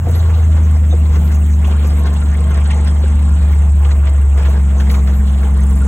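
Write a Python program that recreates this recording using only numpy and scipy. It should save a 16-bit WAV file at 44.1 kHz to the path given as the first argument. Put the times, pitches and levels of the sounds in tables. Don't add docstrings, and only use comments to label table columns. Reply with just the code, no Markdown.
import sys
import numpy as np
from scipy import signal
from scipy.fft import rfft, irfft, next_fast_len
from scipy.io import wavfile
from scipy.ndimage import uniform_filter1d

SR = 44100
rng = np.random.default_rng(int(sys.argv[2]) if len(sys.argv) > 2 else 0)


def int16_out(signal):
    q = np.round(np.clip(np.atleast_2d(signal).T, -1, 1) * 32767)
    wavfile.write(sys.argv[1], SR, q.astype(np.int16))


def magnitude_from_level(level_db):
    exponent = np.asarray(level_db, float) / 20
    return 10 ** exponent


N = 258867


def rms_one(x):
    return x / np.sqrt(np.mean(x ** 2) + 1e-20)


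def in_time(rows):
    s, *columns = np.transpose(rows)
    return [np.interp(np.arange(N) / SR, s, c) for c in columns]


def at_hz(points, hz):
    table = np.array(points)
    return np.interp(np.log(hz), np.log(table[:, 0]), table[:, 1])


def drift(rate):
    r = np.exp(-80 * np.pi * rate / SR)
    slow = signal.lfilter([1], [1, -2 * r, r * r], rng.standard_normal(N // 40 + 2002))
    slow = slow[2000:]
    return np.interp(np.arange(N) / 40, np.arange(len(slow)), rms_one(slow))


def band(x, low_hz, high_hz):
    edges = [low_hz, min(high_hz, .47 * SR)]
    return signal.sosfilt(signal.butter(2, edges, "band", fs=SR, output="sos"), x)


# f/Hz, likeness [0 to 1]
LIKENESS = [(100, 1.0), (330, 0.86), (500, 0.91), (800, 0.47), (1200, 0.59), (2000, 0.55), (3000, 0.12),
            (4200, 1), (5000, 0.88), (9000, 0.87), (16000, 1)]


def stereo(mid, side, hz):
    alike = np.clip(at_hz(LIKENESS, hz), 0, 1)
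    common = np.array([1, 1])[:, None] * np.sqrt(1 + alike) * mid
    return common + np.sqrt(1 - alike) * side * [[1], [-1]]


def banded_noise(spectrum, together, patchy_db, rate, count=3):
    low_hz, high_hz = spectrum[0][0], spectrum[-1][0]
    edges = low_hz * 2 ** np.arange(0, np.log2(high_hz / low_hz) + 1 / count, 1 / count)
    out, white = 0, rng.standard_normal((2, 2, N))
    for k, (low, high) in enumerate(zip(edges, edges[1:])):
        hz = np.sqrt(low * high)
        gain = magnitude_from_level(at_hz(spectrum, hz) + patchy_db * drift(rate))
        out = out + gain * stereo(*band(white[k % 2], low, high), hz)
    return rms_one(out * magnitude_from_level(together))


def bursts(rows, offset_db, rise):
    out = np.zeros(N)
    for s, db, t60 in rows:
        i = round(s * SR)
        t = np.arange(min(N - i, int(t60 * SR))) / SR
        out[i:i + len(t)] += magnitude_from_level(db + offset_db - 60 * t / t60) * (1 - np.exp(-t / rise))
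    return out


# t/s, firing f/Hz, firing level/dB
ENGINE = [(0.0, 83.7, -15.5), (0.12, 82.86, -10.5), (0.32, 79.84, -9.5), (0.52, 78.14, -8.5),
          (0.92, 75.7, -9.5), (1.2, 74.5, -9.5), (1.72, 73.4, -9.5), (2.12, 72.5, -11),
          (2.72, 72.64, -10.5), (2.92, 73.03, -10.5), (3.32, 72.5, -9.5), (3.6, 72.37, -8.7),
          (4.32, 69.76, -9), (4.6, 69.38, -9.5), (5.0, 67.68, -10), (5.35, 68.15, -10.5), (5.87, 67.5, -10)]
# order, rms level/dB
WEAK_ORDERS = [(2, -40.5), (8, -42), (10, -55), (14, -60.5), (15, -50.5), (20, -54)]
# order, level/dB, coasting loss/dB, side level/dB, swell/dB
OVERTONES = [(4, 0.5, -4.5, -25, -0.7), (5, -6, 1.5, -22.5, 6), (6, 1.5, 11.5, -18.5, 1.5),
             (7, -1.2, 1.5, -26, 1.6), (9, 0.87, 23.5, -19.5, 0.9), (12, -1.7, 12.0, -14.5, 3.5)]
# f/Hz, rms level/dB
CAB = [(95, -38), (112, -30.5), (128, -40.5), (174, -27.5), (193, -34), (204, -29.5), (270, -44),
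       (295, -40.5)]
# from t/s, to t/s
PULLING = [
    (.42, 3.42),
    (4.44, 6.5),
]


def engine():
    t, (hz, firing_db) = np.arange(N) / SR, in_time(ENGINE)
    cycle = 2 * np.pi * np.cumsum(hz / 3) / SR
    coasting, take_up_s = np.ones(N), .05
    for start, end in PULLING:
        coasting -= (np.tanh((t - start) / take_up_s) - np.tanh((t - end) / take_up_s)) / 2
    orders = [(3, firing_db, -32.5, 0.066)]
    orders += [(k, db, -24, 3.0) for k, db in WEAK_ORDERS]
    for k, db, loss_db, side_db, swell_db in OVERTONES:
        orders.append((k, db + at_hz(CAB, k * hz / 3) - loss_db * coasting, side_db, swell_db))
    out = np.zeros((2, N))
    for order, db, side_db, swell_db in orders:
        phase = order * (cycle + .012 * drift(2)) + rng.uniform(0, 2 * np.pi)
        height = np.sqrt(2) * magnitude_from_level(db + swell_db * drift(1.55))
        out += height * (np.sin(phase) + magnitude_from_level(side_db) * np.sin(phase + 0.68) * [[1], [-1]])
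    return out


# f/Hz, level per Hz/dB
RUMBLE = [(14, -33.5), (22, -6.5), (32, -22), (45, 2), (60, 6), (100, -15.5), (160, 3.5), (210, -13),
          (280, -22), (400, -47)]


def rumble():
    return magnitude_from_level(-26.5) * banded_noise(RUMBLE, 1.3 * drift(2.7), patchy_db=-1.5, rate=3.2, count=2)


# t/s, peak level/dB
RATTLES = [(0.0543, -36), (0.148, -34), (0.3328, -29.5), (0.564, -33), (1.1555, -23), (1.3125, -30),
           (1.6446, -30), (1.7085, -29), (1.8444, -26), (2.0554, -21), (2.495, -37.5), (2.543, -25.5),
           (2.6536, -24.5), (2.7033, -23.5), (2.871, -24), (3.03, -29.5), (3.414, -30), (3.8457, -26),
           (3.906, -23), (4.069, -23.5), (4.3753, -24), (4.4203, -40), (4.4507, -25.5), (4.798, -18),
           (4.8962, -18), (4.94, -20), (5.0717, -18.5), (5.2695, -29), (5.43, -25), (5.811, -35)]


def shaking():
    bump_s, share = 0.05, .85
    t, power = np.arange(0, N, 64) / SR, 0
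    for s, db in RATTLES:
        power = power + magnitude_from_level(db) * np.exp(-((t - s - bump_s / 2) / bump_s) ** 2)
    swells = np.sqrt(power)
    swells = np.interp(np.arange(N) / SR, t, rms_one(swells - swells.mean()))
    return share * swells + np.sqrt(1 - share ** 2) * drift(7.2)


# f/Hz, level per Hz/dB
PANELS = [(180, -25.5), (280, -5), (350, 4), (500, -2.5), (800, 0), (1100, -4), (1400, -12.5), (2000, -39)]
# t/s, level/dB
RIDE = [(0.0, -3), (.15, 2.5), (.5, 2), (.8, 0.5), (1.15, 0.1), (1.5, -1), (1.9, 1.1), (2.3, 2.8),
        (2.62, 1), (3.1, 0.5), (3.5, 1.2), (3.7, -1.5), (4.2, -1), (4.55, 2.2), (4.75, -0.5), (4.9, -0.5),
        (5.25, -1), (5.87, 1.3)]


def panels(bumps):
    (rough_db,) = in_time(RIDE)
    return magnitude_from_level(-36 + 0.82 * rough_db) * banded_noise(PANELS, 1.94 * bumps, patchy_db=2.0, rate=12.7)


# f/Hz, level/dB, t60/s
PANEL_MODES = [(478.6, -1, 0.11), (648.6, -5, 0.13), (1073, -4, 0.08), (1183, -8, 0.12),
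               (1390, -6.5, 0.099), (1670, -10.5, 0.024), (2085, -9, 0.06), (2430, -13, 0.09),
               (2764, -12.5, 0.05), (3170, -14, 0.06), (3740, -20, 0.05), (4050, -20, 0.08),
               (5170, -25, 0.06), (6320, -15, 0.08)]


def ringing_panels(bumps):
    sizes = magnitude_from_level(4.2 * np.minimum(rng.exponential(1, N), 2.8)) * rng.choice([-1, 1], N)
    taps = sizes * (rng.random(N) < 500.0 * magnitude_from_level(3.0 * bumps) / SR)
    dealt, sides, out = rng.integers(0, len(PANEL_MODES), N), rng.uniform(-0.99, 1, N), 0
    for k, (hz, db, t60) in enumerate(PANEL_MODES):
        r, w = magnitude_from_level(-60 / (t60 * SR)), 2 * np.pi * hz / SR
        own = taps * (dealt == k) + 1e-18
        strikes = [own, 2.5 * own * sides]
        mid, side = signal.lfilter([0, magnitude_from_level(db) * np.sin(w)], [1, -2 * r * np.cos(w), r * r], strikes)
        out = out + stereo(mid, side, hz)
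    return rms_one(out)


# f/Hz, level per Hz/dB
CLATTER = [(700, -28), (1200, -4), (1600, 1.5), (2300, -4), (3200, -6.5), (4300, -8), (5600, -17.5),
           (7000, -15.5), (9000, -27.5)]


def clatter(bumps):
    (rough_db,) = in_time(RIDE)
    level_db = -37.5 + rough_db
    noise = banded_noise(CLATTER, 1.14 * bumps + 1.15 * drift(40), patchy_db=3.0, rate=18.0)
    rattles = bursts([(s, db, 0.056) for s, db in RATTLES], offset_db=-6.0, rise=0.0046)
    return noise * (magnitude_from_level(level_db - 4.0) + rattles) + magnitude_from_level(level_db - 3.0) * ringing_panels(bumps)


# t/s, peak level/dB, f/Hz, side level/dB
KNOCKS = [(.066, -13, 700, -14), (.078, -14, 480, -14), (.092, -17, 620, -14), (.145, -20, 450, -14),
          (.924, -16, 720, -11), (.935, -11, 470, -13), (1.675, -19, 760, -11), (1.842, -17, 520, -11),
          (2.241, -23, 400, -13), (2.796, -21, 480, -11), (3.035, -14.5, 520, -11), (4.55, -24, 480, -13),
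          (5.436, -18, 430, -11)]


def knocks():
    out, t = np.zeros((2, N)), np.arange(9000) / SR
    for s, db, hz, side_db in KNOCKS:
        i = round(s * SR)
        modes = np.sin(2 * np.pi * hz * t) + 1.02 * np.sin(2 * np.pi * .74 * hz * t)
        ring = magnitude_from_level(7.0 - 60 * t / 0.047) * (1 - np.exp(-t / 0.0076)) * modes
        crack = magnitude_from_level(6.0 - 60 * t / 0.022) * band(rng.standard_normal(len(t)), 390, 1300)
        blow = magnitude_from_level(db - 4.5) * (1 - np.exp(-t / 0.0022)) * (ring + crack)
        out[:, i:i + len(t)] += blow * (1 + magnitude_from_level(side_db) * np.array([[1], [-1]]))
    return out


# t/s, peak level/dB, f/Hz, t60/s
THUDS = [
    (.072, -17, 145, .3),
    (.066, -21, 258, .12),
    (.115, -25, 240, .3),
    (.3, -22, 163, .25),
]


def thuds():
    out, t = np.zeros(N), np.arange(9000) / SR
    for s, db, hz, t60 in THUDS:
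        i = round(s * SR)
        decay = magnitude_from_level(db - 60 * t / t60) * (1 - np.exp(-t / 0.0032))
        out[i:i + len(t)] += decay * np.sin(2 * np.pi * hz * t)
    return out


# t/s, peak level/dB
TICKS = [
    (.946, -23),
    (1.043, -34.5),
    (1.278, -14),
    (1.573, -28),
    (1.753, -29),
    (3.427, -18),
    (5.398, -27),
    (5.669, -25),
]


def ticks():
    clicks = np.zeros(N)
    for s, db in TICKS:
        clicks[round(s * SR)] = magnitude_from_level(db + 10.0)
    low = band(clicks, 350, 1300) + magnitude_from_level(-8.0) * band(clicks, 1300, 5000)
    return low * [[1.15], [-.85]]


# t/s, length/s, f/Hz, level/dB
SQUEAKS = [(0.144, 0.057, 11498, -41), (0.417, 0.048, 6330, -51), (0.739, 0.045, 5124, -49),
           (0.887, 0.054, 6373, -47), (0.899, 0.042, 3660, -40), (1.0, 0.03, 2780, -42),
           (1.224, 0.068, 12360, -44), (1.529, 0.025, 4091, -45), (1.41, 0.025, 2700, -44),
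           (1.86, 0.042, 11498, -51), (1.883, 0.054, 5081, -45), (1.9, 0.135, 12532, -43),
           (1.976, 0.057, 11455, -49), (2.252, 0.015, 4048, -45), (2.49, 0.03, 11480, -53),
           (2.704, 0.054, 2067, -36), (2.713, 0.036, 6158, -49), (2.719, 0.042, 4134, -47),
           (0.641, 0.025, 6287, -53), (2.855, 0.062, 5124, -46), (3.006, 0.042, 4306, -48),
           (4.777, 0.022, 6287, -47), (5.111, 0.106, 11843, -48), (5.291, 0.025, 6287, -53),
           (5.6, 0.048, 6330, -48), (5.682, 0.015, 7536, -46), (5.752, 0.045, 12360, -47),
           (5.81, 0.03, 1378, -37)]
# t/s, level/dB
HINGE = [
    (.571, -55),
    (1.575, -52),
    (1.784, -45),
    (2.347, -51),
    (2.829, -43),
    (3.622, -52),
    (5.285, -46),
    (5.671, -50),
]


def squeaks():
    out, flutter, waver = np.zeros(N), magnitude_from_level(2.5 * drift(90)), drift(70)
    chirps = [(s, .033, 8950, db) for s, db in HINGE]
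    for s, length, hz, db in SQUEAKS + chirps:
        i, n = round(s * SR), int(length * SR)
        tone = np.sin(2 * np.pi * hz * np.arange(n) / SR + 1.6 * waver[i:i + n])
        gap = 1 - .85 * (.05 < length < .065) * np.hanning(n) ** 12
        out[i:i + n] += magnitude_from_level(db + 4.0) * np.hanning(n) ** .5 * gap * tone
    return out * flutter


# t/s, peak level/dB, t60/s
BRUSHES = [(.0867, -37, 0.073), (.111, -33.5, 0.054), (.71, -37.5, .04), (1.318, -33.5, .04),
           (1.345, -34.5, 0.076), (1.46, -39, 0.064), (1.671, -37, 0.094), (2.137, -32.5, .03),
           (2.6, -42, 0.028), (4.49, -39, 0.18), (4.797, -39.5, .14), (4.895, -36.5, 0.11),
           (4.91, -30.5, 0.14), (4.94, -45.5, 0.46), (5.27, -42.5, 0.059), (5.706, -37.5, .1)]


def brushes():
    return band(rng.standard_normal(N), 1500, 17000) * bursts(BRUSHES, offset_db=1.3, rise=0.00058)


# t/s, rms level/dB
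PUFFS = [(.65, -49), (1.148, -47.5), (1.35, -43), (1.53, -44.5), (1.87, -44.5), (2.655, -49.5),
         (2.77, -44.5), (3.91, -48), (4.799, -45), (4.93, -54), (4.975, -45), (5.86, -47)]


def puffs():
    t, swell = np.arange(N) / SR, np.zeros(N)
    for s, db in PUFFS:
        swell += magnitude_from_level(db) * np.exp(-((t - s) / 0.028) ** 2)
    return swell * rms_one(band(rng.standard_normal(N), 5700, 7400))


# f/Hz, level per Hz/dB
GRASS = [(5000, -17.5), (8000, -0.5), (9500, -3), (11000, -9.5), (13000, -4.5), (15500, 3.5), (18000, -1)]
# t/s, level/dB
TALL_GRASS = [(0.0, -51), (1.4, -51), (2.2, -54.5), (2.4, -57.5), (3.7, -55), (3.95, -52.5), (4.25, -54.5),
              (4.6, -53.5), (5.87, -52.5)]


def grass(bumps):
    (grass_db,) = in_time(TALL_GRASS)
    hiss = banded_noise(GRASS, .5 * bumps, patchy_db=2.8, rate=12.0, count=2)
    return hiss * magnitude_from_level(grass_db + 4.0)


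# f/Hz, pulse rate/Hz, width/Hz, level abreast/dB
SINGERS = [
    (8150, 29.6, 420, -44.5),
    (8060, 24, 380, -46),
    (8580, 32.5, 470, -42),
    (7470, 30, 580, -49.5),
]
# abreast t/s, distance from the track/s of driving, left lean/dB
PASSING = [
    (2.67, 1, 0.5),
    (4.3, .25, .3),
    (5.8, .5, 1.5),
    (5.75, .2, 0),
]


def insects():
    t = np.arange(N) / SR
    far = rms_one(band(band(rng.standard_normal(N), 7130, 8940), 6720, 8200))
    steady = rms_one(band(rng.standard_normal(N), 7950, 8450))
    out = magnitude_from_level(-48.5 + 1.7 * drift(17)) * (far + magnitude_from_level(-3.0) * steady)
    for (hz, per_s, width_hz, db), (abreast, away, lean_db) in zip(SINGERS, PASSING):
        stroke = 2 * np.pi * per_s * t + .5 * drift(1.5)
        gate = (.5 + .5 * np.sin(stroke)) ** 2.2 * magnitude_from_level(1.5 * drift(4))
        rasp = rms_one(band(rng.standard_normal(N), hz - width_hz / 2, hz + width_hz / 2))
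        glide = .4 * width_hz / per_s * np.sin(stroke)
        voice = rasp + 1.1 * np.sin(2 * np.pi * hz * t + glide + 3 * drift(40))
        level = magnitude_from_level(db + lean_db * np.array([[.5], [-.5]]))
        screening = 1 + ((t - abreast) / away) ** 2
        out = out + level / screening * rms_one(gate * voice)
    return out


def scene():
    bumps = shaking()
    body = rumble() + panels(bumps) + clatter(bumps) + knocks() + thuds() + ticks() + squeaks()
    return engine() + body + brushes() + puffs() + grass(bumps) + insects()


# f/Hz, phase lag/turns
PORT_LAG = [(0, 0), (900, 0), (4750, .5), (6700, 1.0), (9000, 1.5), (15250, 3.0), (22050, 4.6)]


def lag_right_port(x):
    size = next_fast_len(N + 4096)
    turns = np.interp(np.arange(size // 2 + 1) * SR / size, *np.transpose(PORT_LAG))
    return irfft(rfft(x, size) * np.exp(-2j * np.pi * turns), size)[:N]


def drop_weak_bands(left, right, below_db, treble_db):
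    spec = signal.stft([left + right, left - right], nperseg=2048)[2] / 2
    power = (abs(spec[:, :1024]) ** 2).reshape(2, 64, 16, -1).sum(axis=2)
    power = uniform_filter1d(power, size=2, axis=2)
    margin_db = below_db + treble_db * np.arange(64)[:, None] / 46
    keep = power > power[::-1] * magnitude_from_level(2 * margin_db)
    keep[:, :11] = True
    spec[:, :1024] *= np.repeat(keep, 16, axis=1)
    mid, side = signal.istft(spec, nperseg=2048)[1][:, :N]
    return np.array([mid + side, mid - side])


def band_limit(x):
    return signal.sosfilt(signal.butter(12, 15850, fs=SR, output="sos"), x)


def record(dry):
    mix = drop_weak_bands(dry[0], lag_right_port(dry[1]), below_db=-12.5, treble_db=9.0)
    return band_limit(mix)


dry = scene()
out = record(dry)
int16_out(out)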